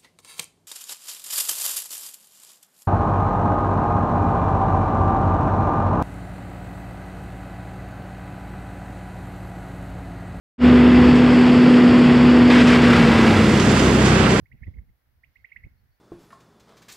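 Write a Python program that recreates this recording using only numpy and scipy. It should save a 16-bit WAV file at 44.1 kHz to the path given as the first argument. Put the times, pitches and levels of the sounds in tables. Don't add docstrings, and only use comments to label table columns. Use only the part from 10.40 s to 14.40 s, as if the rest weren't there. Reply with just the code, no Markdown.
import sys
import numpy as np
from scipy import signal
from scipy.fft import rfft, irfft
from scipy.io import wavfile
from scipy.ndimage import uniform_filter1d, minimum_filter1d

SR = 44100
rng = np.random.default_rng(int(sys.argv[2]) if len(sys.argv) > 2 else 0)


def master_out(mix):
    frames = np.transpose(np.atleast_2d(mix))
    ceiling = np.clip(frames, -1, 1)
    pcm = np.round(ceiling * 32767).astype(np.int16)
    wavfile.write(sys.argv[1], SR, pcm)


N = 176400
T = np.arange(N) / SR
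HZ = np.fft.rfftfreq(N, 1 / SR)
CRACKS_PER_S, CRACK_SPREAD_DB = 9000, 2.5

# time_s, pitch_hz, level_db
DRUM_HUM = [(.25, 245.8, -9), (.8, 245.8, -12.5), (1.3, 245.8, -11), (1.65, 244, -11.5), (2.05, 245, -11.3),
            (2.35, 243.5, -12.5), (2.5, 239.8, -14), (2.75, 227.4, -15.5), (3.05, 219.1, -19),
            (3.3, 215.7, -25.5), (3.47, 215.3, -22), (4, 215.5, -23)]


def amp(db):
    return 10 ** (np.asarray(db) / 20)


def curve(table, column=1):
    rows = np.array(table, float)
    return np.interp(T, rows[:, 0], rows[:, column])


def over_hz(table, column=1):
    rows = np.array(table, float)
    return np.interp(np.log(HZ + 1), np.log(rows[:, 0]), rows[:, column])


def drift(rate_hz):
    motion = irfft(rfft(rng.standard_normal(N)) / (1 + (HZ / rate_hz) ** 4), N)
    return motion / np.sqrt(np.mean(motion ** 2) + 1e-20)


def noise():
    return rng.standard_normal((2, N))


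def grains(per_s, spread_db):
    sizes = amp(spread_db * np.minimum(rng.exponential(1, (2, N)), 5))
    return np.sign(noise()) * sizes * (rng.random((2, N)) < per_s / SR)


def panel_ripple(depth_db=1.5, spacing_hz=50):
    knots = np.arange(0, SR, spacing_hz)
    return depth_db * np.interp(HZ, knots, rng.standard_normal(len(knots))) * np.minimum(HZ / 700, 1)


def coloured(pair, spectrum):
    # frequency_hz, coherence, left_minus_right_db, left_lead_rad
    image = [(100, 1, 1, 0), (380, .97, -.2, -0.07), (700, .8, -3, 0.56), (1310, 0.5, -8.5, -1.2),
             (2400, .62, -7, -0.25), (4530, .3, -1.5, -.9), (7300, .55, -3.5, -2.8), (10000, .35, -2, -5),
             (12000, .3, 1, 0.5)]
    common, separate = rfft(pair) * amp(over_hz(spectrum) + panel_ripple())
    coherence = np.clip(over_hz(image), 0, 1)
    lean = amp(over_hz(image, column=2)) * np.exp(1j * over_hz(image, column=3))
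    left = lean * (coherence * common + np.sqrt(1 - coherence ** 2) * separate)
    sum_gain = np.sqrt(1 + abs(lean) ** 2 + 2 * coherence * lean.real)
    stereo = irfft(np.array([left, common]) / sum_gain, N)
    return stereo / np.std(stereo.mean(0))


def drum(phase, waver=0.05, octave_db=-19.5):
    fundamental = np.sin(phase + waver * drift(7.3))
    octave = amp(octave_db) * np.sin(2 * phase + 0.32 * drift(4.6))
    return np.sqrt(2) * (fundamental + octave) * amp(curve(DRUM_HUM, column=2)) * (1 + waver * drift(9.1))


def engine_tones(crank, load):
    # cycles_per_turn, free_level_db, loaded_level_db
    orders = [(3, -44.5, -25), (4, -27, -27), (5, -29, -31), (6, -35.5, -28), (8, -26, -28),
              (9, -39.5, -35), (10, -29.5, -33), (11, -39.5, -39), (12, -40, -32), (14, -38.5, -38.5)]
    # time_s, level_db
    firing_level = [(.25, -22), (.7, -29), (.9, -31), (1.3, -41), (1.65, -36.5), (1.9, -29), (2.5, -31),
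                    (3.0, -38), (3.5, -22.5), (4, -30)]
    waver = 0.32 + 0.15 * load
    tones = 0
    for order, free_db, loaded_db in orders:
        gain = amp(free_db + (loaded_db - free_db) * load) * (1 + waver * drift(2.84))
        tones += gain * np.sin(order * crank + 2 * np.pi * rng.random() + waver * drift(3.9))
    firing = amp(curve(firing_level)) * np.sin(2 * crank + waver * drift(3))
    return np.sqrt(2) * (tones + firing)


def engine_roar(crank, load, pulse_depth=0.07, clatter_depth=0.065):
    # frequency_hz, density_db
    spectrum = [(25, -36), (45, -17.5), (70, -9), (130, -2), (220, 0.5), (400, -1.5), (550, -7), (680, -8),
                (820, -11), (1300, -12.5), (2000, -15.5), (2900, -17.5), (3500, -24), (4100, -34),
                (6000, -52.5), (15000, -85.5)]
    pulsing = 1 + pulse_depth * (np.cos(crank) + np.cos(2 * crank)) + clatter_depth * drift(250)
    level_db = -17.5 - 0.5 * load + 0.3 * drift(12)
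    return coloured(noise() * pulsing, spectrum) * amp(level_db)


def engine_throb(crank):
    # frequency_hz, density_db
    spectrum = [(25, -25), (60, -7), (105, -4), (178, 1), (260, -5), (400, -10), (700, -22), (3000, -60)]
    # time_s, level_db
    level = [(2.1, -45), (2.4, -25), (2.6, -21.5), (3.0, -20.5), (3.3, -24), (3.6, -25), (4, -25)]
    return coloured(noise() * (1 + 0.099 * np.cos(crank)), spectrum) * amp(curve(level))


def knives(phase, passes_per_hum_cycle=0.14, swing_db=1.9):
    # time_s, level_db
    bite = [(2.088, -67), (2.102, -23), (2.17, -23), (2.215, -24), (2.25, -30), (2.275, -22), (2.335, -21),
            (2.405, -28), (2.44, -22.5), (2.49, -21.5), (2.54, -20.5), (2.6, -21.5), (2.74, -24),
            (2.88, -22), (3.05, -26.5), (3.3, -29.5), (3.4, -26.5), (3.58, -35.5), (3.66, -25.5),
            (3.88, -24.5), (4, -36.5)]
    # frequency_hz, density_db
    spectrum = [(100, -26.5), (400, -9), (800, -2), (1300, 1), (2200, -3.5), (3300, -9.5), (4200, -14.5),
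                (5200, -16), (6200, -26.5), (8000, -26.5), (9000, -31.5), (14000, -49)]
    knife_phase = passes_per_hum_cycle * phase + 0.7 * drift(7.7)
    passes = amp(swing_db * np.cos(knife_phase) + 0.73 * drift(35))
    return coloured(grains(CRACKS_PER_S, CRACK_SPREAD_DB) * passes, spectrum) * amp(curve(bite))


def splits(attack_s=0.004, release_s=0.023):
    # start_s, length_s, level_db
    events = [(2.098, 0.12, -23), (2.27, 0.079, -25.5), (2.427, 0.026, -29)]
    # frequency_hz, density_db
    spectrum = [(600, -22), (1400, -5), (1900, 2.5), (2600, 1), (3500, -4), (4200, -12), (5200, -12.5),
                (6200, -26), (8000, -27), (14000, -54)]
    bursts = 0
    for start_s, length_s, level_db in events:
        rise = np.clip((T - start_s) / attack_s, 0, 1)
        fall = np.exp(-np.maximum(T - start_s - length_s, 0) / release_s)
        bursts += amp(level_db) * rise * fall
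    return coloured(grains(CRACKS_PER_S, CRACK_SPREAD_DB), spectrum) * bursts * amp(0.7 * drift(40))


def chips(knock_decay_s=0.02):
    # time_s, level_db
    flow = [(2.07, -75), (2.12, -42), (2.3, -38), (2.45, -47), (2.7, -42.5), (3.0, -37), (3.14, -36),
            (3.38, -32), (3.58, -36.5), (3.67, -30.5), (3.72, -37), (3.78, -33.5), (3.87, -38.5),
            (4, -33.5)]
    # frequency_hz, density_db
    chip_spectrum = [(500, -20.5), (2000, -9), (3400, 6.5), (4000, 3), (5300, 2.5), (6500, 0.5),
                     (7800, -0.5), (8800, -14), (10200, -13), (11500, -24), (13500, -30.5), (15500, -42)]
    # time_s, level_db
    dust_level = [(2.07, -90), (2.15, -64), (2.7, -58), (3.0, -52), (3.35, -50), (3.6, -49), (3.88, -55),
                  (4, -52)]
    # frequency_hz, density_db
    dust_spectrum = [(4000, -19), (7500, -2), (10200, 0), (11500, -6.5), (13500, -8.5), (15500, -25.5)]
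    # start_s, level_db
    knocks = [(.757, -41), (2.272, -33), (3.198, -28), (3.647, -33), (3.905, -34)]
    spray = coloured(grains(per_s=10000, spread_db=3), chip_spectrum) * amp(curve(flow) + 0.91 * drift(30))
    dust = coloured(noise(), dust_spectrum) * amp(curve(dust_level))
    strikes = sum(amp(level_db) * (T >= start_s) * np.exp(-abs(T - start_s) / knock_decay_s)
                  for start_s, level_db in knocks)
    return spray + dust + coloured(noise(), chip_spectrum) * strikes


def chute(phase):
    # frequency_hz, density_db
    spectrum = [(2500, -27), (4000, -7.5), (4600, 1.5), (5200, -4.5), (5900, -16), (7800, -14),
                (8800, -22.5), (10200, -26), (11300, -39), (15000, -50.5)]
    # time_s, level_db
    level = [(.2, -41), (.4, -43), (.7, -39.5), (2, -39), (4, -41.5)]
    return coloured(noise() * (1 + 0.17 * np.cos(phase)), spectrum) * amp(curve(level) + 0.51 * drift(22))


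def wind():
    # frequency_hz, density_db
    spectrum = [(20, -25), (40, -9.5), (68, 1.5), (95, -3.5), (160, -26), (600, -70)]
    # centre_s, half_width_s, level_db
    gusts = [(.575, .05, -23), (.67, 0.1, -22), (2.66, .1, -24)]
    envelope = sum(amp(level_db) * np.exp(-2 * ((T - centre_s) / half_width_s) ** 2)
                   for centre_s, half_width_s, level_db in gusts)
    return coloured(noise(), spectrum) * envelope


def scene(hum_cycles_per_turn=6.735):
    # time_s, load_fraction
    loading = [(2.15, 0.16), (2.5, 0.68), (3.0, 1)]
    load = np.clip(curve(loading), 0, 1)
    phase = 2 * np.pi * np.cumsum(curve(DRUM_HUM)) / SR
    crank = phase / hum_cycles_per_turn
    machine = drum(phase) + engine_tones(crank, load) + engine_roar(crank, load) + engine_throb(crank)
    return machine + chute(phase) + knives(phase) + splits() + chips() + wind()


def record(dry, ceiling=0.76, cutoff_hz=15600):
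    # time_s, side_gain
    width = [(2.75, 0), (3.0, .3), (3.3, .75), (3.75, 0.99)]
    # time_s, gain
    fade_in = [(.18, 0), (.2, 0.097), (.222, .45), (.25, 0.85), (.28, 1.04), (.4, 1)]
    mid = dry.mean(0)
    faded = (mid + (dry - mid) * curve(width)) * np.maximum(curve(fade_in), 0)
    allowed_gain = np.minimum(1, ceiling / (abs(faded).max(0) + 1e-9))
    limited = faded * uniform_filter1d(minimum_filter1d(allowed_gain, size=400), size=400)
    low_pass = signal.firwin(511, cutoff_hz, window=("kaiser", 9), fs=SR)
    return signal.oaconvolve(limited, low_pass[None], "same")


dry = scene()
out = record(dry)
master_out(out)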